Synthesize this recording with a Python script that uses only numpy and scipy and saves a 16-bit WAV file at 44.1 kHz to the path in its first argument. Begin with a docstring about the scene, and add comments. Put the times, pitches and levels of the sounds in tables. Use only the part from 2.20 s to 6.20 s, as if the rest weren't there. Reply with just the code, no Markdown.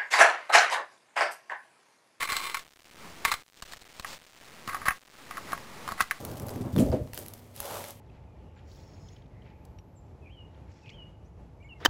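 """On the carpet of a quiet room, close to a toy machine built of plastic bricks. Coins rattle down its
chute and drop into the tray; a finger flicks one out and slides the pile over the carpet. Then the hollow
box is gripped and lifted, its loose parts clacking. The microphone is that of a small camera close by,
whose low sample rate and coarse steps add crackle and a glassy treble."""
import sys
import numpy as np
from scipy import signal
from scipy.io import wavfile
from scipy.ndimage import uniform_filter1d

SR = 44100
rng = np.random.default_rng(int(sys.argv[2]) if len(sys.argv) > 2 else 0)


def digitize_waveform(pressure):
    """Quantize a signal to 16-bit integers and store it at the path in sys.argv[1].

    Rows of a 2-D input are taken as channels; values are limited to [-1, 1].
    """
    field = np.atleast_2d(pressure).T
    bounded = np.clip(field, -1, 1)
    quanta = np.round(bounded * 32767).astype(np.int16)
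    wavfile.write(sys.argv[1], SR, quanta)


N = 176400

# Coins striking the chute and tray. Each row: time in seconds, relative level in dB,
# then offsets in dB for the clack, edge and thump bands.
COIN_HITS = [(0.016, -28, -1, -12, -27), (0.024, -29.5, -0.5, -10.5, -20.5),
             (0.03, -29.5, 1.5, -5.5, -20.5), (0.075, -32, 0.5, -7.5, -26), (0.089, -33, 4, -27, -15),
             (0.101, -29, 1, -3.5, -25), (0.121, -24, -3, -5, -15.5), (0.128, -25.5, -1.5, -5, -25),
             (0.167, -25, -2.5, 4, -19.5), (0.224, -34, -9, -2.5, -12.5), (0.345, -21.5, -3.5, -6.5, -41),
             (0.349, -27, -0.5, -10.5, -28), (0.37, -29, -2, -6, -20.5), (0.394, -38, -4.5, -2, -29),
             (1.051, -16.5, -2, -7.5, -20.5), (1.056, -26.5, -6.5, -44, -26), (1.077, -39.5, 7, -0.5, -4.5),
             (1.117, -16, -7.5, -7, -41), (1.123, -23, -0.5, -9.5, -19), (1.14, -23.5, -5.5, -5, -17)]
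# Coins tapping each other on the carpet, damped by the finger. Rows as in COIN_HITS.
COIN_TAPS = [(1.424, -35.5, -9.5, -3.2, -8.5), (1.462, -61.5, 4, 5, -13), (1.523, -46.5, -4, 2.9, -11),
             (1.535, -40.5, -1.5, -2.8, -16.5), (1.571, -59, 1, 7.3, -15), (1.616, -58, -6, 4.4, -0.5),
             (1.798, -37.5, -8, -2.5, -5), (1.931, -40.5, -7, -7.5, -10.5)]
# Loose bricks knocking in the box. Rows as in COIN_HITS.
BRICK_HITS = [(1.847, -28, -4, -17.5, -30), (2.477, -30, -7.5, -9.5, -8.5),
              (2.486, -29.5, -18.5, -17.5, -13), (2.53, -26.5, -14, -28, -27),
              (2.546, -20, -13.5, -21, -27.5), (2.567, -30.5, -7.5, -21.5, -20),
              (2.617, -29.5, -10, -39, -15), (2.656, -23, -12.5, -19.5, -19.5),
              (2.663, -22.5, -5.5, -20, -21.5), (2.684, -13.5, -1.5, -17.5, -15.5),
              (2.707, -19, -6, -40, -26), (2.716, -29, -1.5, -18, -23), (3.11, -28.5, -9, -16.5, -23),
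              (3.171, -29, -5.5, -14.5, -30), (3.179, -25, -17.5, -26.5, -51),
              (3.321, -32, -3.5, -6.5, -27), (3.331, -18, -14.5, -33.5, -23.5),
              (3.351, -37, -6.5, -16, -9.5), (3.377, -35, -5.5, -14, -13), (3.678, -26, -12.5, -15, -24),
              (3.689, -23, -21.5, -23, -26), (3.712, -31, -13, -18, -11.5), (3.721, -24.5, -27, -15, -14),
              (3.806, -12, -5, -29, -26.5), (3.811, -23, -1, -4, -15), (3.822, -29, -7, -2.5, -8.5),
              (3.911, -21, 2, -10.5, -29), (3.92, -43, 9, -25.5, -13)]
# Short movements. Each row: start in seconds, length in seconds, level in dB.
COIN_RATTLES = [(0, 0.049, -30.5), (.088, 0.098, -32), (.19, 0.12, -31.5), (.355, 0.03, -42),
                (1.042, 0.092, -32)]  # coins skittering over the studs
BRICK_RATTLES = [(2.488, 0.0087, -32), (2.52, 0.046, -43), (2.62, 0.021, -45.5), (2.654, 0.023, -27.5),
                 (2.715, 0.0061, -38), (3.115, 0.069, -45), (3.27, 0.071, -43.5), (3.675, 0.034, -42.5),
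                 (3.775, 0.026, -40), (3.795, 0.015, -31.5), (3.945, 0.021, -48.5)]  # bricks chattering against each other
COIN_SLIDES = [(1.365, .03, -57), (1.475, 0.024, -47.5), (1.512, 0.017, -44.5), (1.74, 0.074, -57.5),
               (1.86, 0.086, -37.5)]  # coins pushed over the carpet
# The hand rustling on box and carpet. Each row: time in seconds, level in dB.
HAND_RUSTLE = [(0, -88), (.52, -80), (0.682, -67.5), (0.782, -56.5), (0.858, -44), (.95, -54.5),
               (1.042, -45.5), (1.15, -79), (2, -79), (2.2, -65), (2.43, -55.5), (2.6, -43.5), (2.8, -65.5),
               (3.079, -51.5), (3.3, -41), (3.441, -45.5), (3.7, -41.5), (3.882, -57), (3.948, -46.5),
               (4, -62.5)]
# Resonances. Each row: frequency in Hz, relative level in dB, seconds to die away by 60 dB.
CHUTE_MODES = [(941, -7, 0.049), (1102, -1, .08), (1173, 0.5, 0.052), (1358, -5.5, 0.05),
               (1560, -6.5, 0.05), (2044, -6, 0.088), (2120, 1, 0.053), (2362, -1, .03),
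               (3274, -10.5, 0.031), (3605, -6.5, .05), (4070, -3, 0.074)]
BOX_MODES = [(744.5, -12.5, 0.054), (1102, -1, .085), (1176, -1.5, 0.06), (1266, 2, .04), (1629, -2, 0.054),
             (1838, 0, 0.028), (2026, -1.5, 0.041), (3000, -14.5, 0.067), (3377, -12.5, 0.027),
             (4000, -14.5, 0.08)]
COIN_MODES = [(1886, -2, 0.025), (3760, -4, .035), (4330, -5, .03)]
# The thump, knock, clack and edge bands of a blow. Each row: lower and upper limit in Hz.
BLOW_BANDS = [(20, 280), (620, 1500), (1500, 2700), (2700, 7000)]
# The tone colour of each noise. Each row: frequency in Hz, relative level in dB.
CRACK_COLOUR = [(30, -16.5), (300, -15.5), (600, -12), (1000, 0), (2200, -1.5), (2900, -9), (4200, -5),
                (6000, -7)]
COIN_COLOUR = [(30, -24), (200, -9), (420, 1.5), (700, -4), (1000, -3.5), (1600, -3.5), (2200, -2.5),
               (3000, 2.5), (4200, -3.5), (6000, -4.5)]
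BRICK_COLOUR = [(30, -9.5), (300, -13), (600, -2.5), (1100, -5), (2000, -1), (2700, -3), (6000, -9)]
SLIDE_COLOUR = [(30, -2.5), (400, -2), (1100, 1), (1600, -3.5), (3000, -2), (6000, -1)]
RUSTLE_COLOUR = [(30, -8), (100, -1), (240, -0.5), (500, -5), (900, -4), (1150, -2.5), (1500, -10),
                 (2100, -7.5), (3000, -16.5), (6000, -17)]
ROOM_TONE_COLOUR = [(30, -2), (250, -0.5), (600, -0.5), (1300, -6.5), (2000, 0), (3000, -7), (6000, -15)]

LIFT_S, HELD_RING = 3, 0.66  # once lifted, the hand damps the box: share of the ring time left


def coins():
    """Coins set the plastic chute ringing, tap against each other and skitter over the studs."""
    drops = hits(COIN_HITS, CHUTE_MODES, crack_db=9.5, crack_t60=.051,
                 snap_db=-5.5, snap_s=.0023, gain_db=-2)
    taps = hits(COIN_TAPS, COIN_MODES, crack_db=5, crack_t60=.03, snap_db=4, snap_s=.0014, gain_db=.5)
    skitter = rattle(COIN_RATTLES, CHUTE_MODES, COIN_COLOUR, per_s=550, spread_db=7,
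                     crack_db=9, detune=.025)
    return drops + taps + skitter


def bricks():
    """Loose bricks knock and chatter, ringing the hollow box."""
    knocks = hits(BRICK_HITS, BOX_MODES, crack_db=6, crack_t60=.031,
                  snap_db=-5.5, snap_s=.0056, gain_db=-1.5)
    chatter = rattle(BRICK_RATTLES, BOX_MODES, BRICK_COLOUR, per_s=900, spread_db=1.5,
                     crack_db=7, detune=.017)
    return knocks + chatter


def hits(table, modes, crack_db, crack_t60, snap_db, snap_s, gain_db):
    """Single blows: a hard first snap, a low shove and a short ring, balanced in four bands."""
    shove_db, shove_s = -3, .004
    thump_trim_db, knock_db = -2, -6
    lead_s, onset_s = .001, .01  # a contact starts just before its peak; its onset sets the level
    out = np.zeros(N)
    bands = [signal.butter(3, limits, "band", fs=SR, output="sos") for limits in BLOW_BANDS]
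    for time_s, level_db, clack_db, edge_db, thump_db in table:
        ring_share = HELD_RING if time_s > LIFT_S else 1
        ringing = ring([(hz, db, t60 * ring_share) for hz, db, t60 in modes], crack_db, crack_t60)
        t = np.arange(len(ringing)) / SR
        snap = 1 + amp(snap_db) * np.exp(-t / snap_s)
        shove = amp(shove_db) * (1 - t / shove_s) * np.exp(-t / shove_s)
        blow = ringing * snap + shove
        for sos, band_db in zip(bands, (thump_db + thump_trim_db, knock_db, clack_db, edge_db)):
            band = signal.sosfilt(sos, blow)
            band /= band[:round(onset_s * SR)].std()
            add(out, time_s - lead_s, band * amp(gain_db + level_db + band_db))
    return out


def rattle(table, modes, tone, per_s, spread_db, crack_db, detune, spots=8):
    """Many small impacts at several spots of the plastic, each spot with its own ring."""
    envelope, out = bursts(table), np.zeros(N)
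    for _ in range(spots):
        spot = colour(ring(modes, crack_db, crack_t60=.025, detune=detune), tone)
        impacts = envelope * unit(contacts(per_s / spots, spread_db))
        out += signal.oaconvolve(impacts, spot / np.linalg.norm(spot))[:N]
    return out / np.sqrt(spots)


def ring(modes, crack_db, crack_t60, detune=.014):
    """One contact: a noisy crack and the modes, each weighted a little by where the blow lands."""
    t = np.arange(SR // 6) / SR
    crack = unit(colour(rng.standard_normal(len(t)), CRACK_COLOUR))
    out = amp(crack_db - 60 * t / crack_t60) * crack
    for hz, db, t60 in modes:
        shift, weight = rng.uniform(-1, 1, 2)
        decay = amp(db + 2 * weight - 60 * t / t60)
        out += rng.choice([-1, 1]) * decay * np.sin(2 * np.pi * hz * (1 + detune * shift) * t)
    return out


def hand():
    """Fine grains of friction: the hand rubs box and carpet and slides the coins along."""
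    rustle_level = amp(np.interp(np.arange(N) / SR, *np.transpose(HAND_RUSTLE)))
    rustle = unit(colour(contacts(per_s=3500, spread_db=3.5), RUSTLE_COLOUR))
    scrape = unit(colour(contacts(per_s=4000, spread_db=9.5), SLIDE_COLOUR))
    return rustle_level * rustle + bursts(COIN_SLIDES) * scrape


def room(x, t60=.2, tail_db=-17):
    """The faint, short tail of a carpeted room behind the close, direct sound."""
    t = np.arange(SR // 3) / SR
    tail = rng.standard_normal(len(t)) * amp(-60 * t / t60) * (t > .004)
    return x + amp(tail_db) * signal.oaconvolve(x, tail / np.linalg.norm(tail))[:N]


def room_tone(level_db=-60.5):
    """Steady, faint background noise at the microphone."""
    return amp(level_db) * unit(colour(rng.standard_normal(N), ROOM_TONE_COLOUR))


def contacts(per_s, spread_db):
    """Irregular train of small impacts of uneven strength."""
    times = np.cumsum(rng.uniform(.1, 1.9, 20000)) / per_s
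    strength = amp(spread_db * rng.uniform(-.91, 1, len(times))) * rng.choice([-1, 1], len(times))
    inside = times < N / SR
    return np.bincount((times[inside] * SR).astype(int), strength[inside], N)[:N]


def bursts(table, rise_s=.0014, fall_s=.014):
    """Envelope of a list of movements: quick rise, hold, short fall."""
    t, envelope = np.arange(N) / SR, np.zeros(N)
    for start, length, db in table:
        rise = np.clip((t - start) / rise_s, 0, 1)
        fall = np.exp(-np.maximum(t - start - length, 0) / fall_s)
        envelope += amp(db) * rise * fall
    return envelope


def colour(x, points):
    """Minimum-phase filter with the given spectrum."""
    hz, db = np.transpose(points)
    bin_hz = abs(np.fft.fftfreq(2048, 1 / SR))
    log_gain = np.log(amp(np.interp(np.log(bin_hz + 1), np.log(hz), db)))
    taps = np.fft.ifft(np.exp(signal.hilbert(log_gain).conj())).real
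    return signal.fftconvolve(x, taps)[:len(x)]


def amp(db):
    """Decibels to gain."""
    return 10 ** (np.asarray(db) / 20)


def unit(x):
    """Scales to rms 1."""
    return x / np.sqrt(np.mean(x ** 2) + 1e-20)


def add(mix, start_s, sound):
    """Mixes a sound in at its start time."""
    part = mix[max(round(start_s * SR), 0):][:len(sound)]
    part += sound[:len(part)]


def scene():
    """Coins, bricks and hand as they reach one close microphone in the quiet room."""
    return (room(coins() + bricks() + hand()) + room_tone())[None]


def record(dry):
    """Mild gain control and the camera's slow sampling in coarse steps.
    Then a faint, even hiss is added under the whole sound and the highest treble is cut."""
    threshold_db, duck_share, recover_db_per_s, lag_s = -45.5, .18, 54.5, .08
    camera_hz, step, bias_steps = 12000, 1 / 128, -.33
    even_hiss_db, cutoff_hz = -71.5, 15700
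    power_db = 10 * np.log10(abs(uniform_filter1d(dry[0] ** 2, size=400)) + 1e-12)
    recovery_db = np.arange(N) * recover_db_per_s / SR
    peak_db = np.maximum.accumulate(power_db + recovery_db) - recovery_db
    over_db = np.maximum(peak_db - threshold_db, 0)
    smoothing = 1 / (lag_s * SR)
    ducked = dry[0] * amp(-duck_share * signal.lfilter([smoothing], [1, smoothing - 1], over_db))
    sampled = signal.resample_poly(ducked, camera_hz, SR)
    stepped = step * np.round(sampled / step + bias_steps)  # quiet sounds break into crackle
    held = stepped[np.arange(N) * camera_hz // SR]  # held samples mirror the sound into the treble
    hiss = amp(even_hiss_db) * rng.standard_normal(N)
    lowpass = signal.firwin(255, cutoff_hz, window=("kaiser", 9), fs=SR)
    return signal.oaconvolve(held + hiss, lowpass, "same")[None]


dry = scene()
out = record(dry)
digitize_waveform(out)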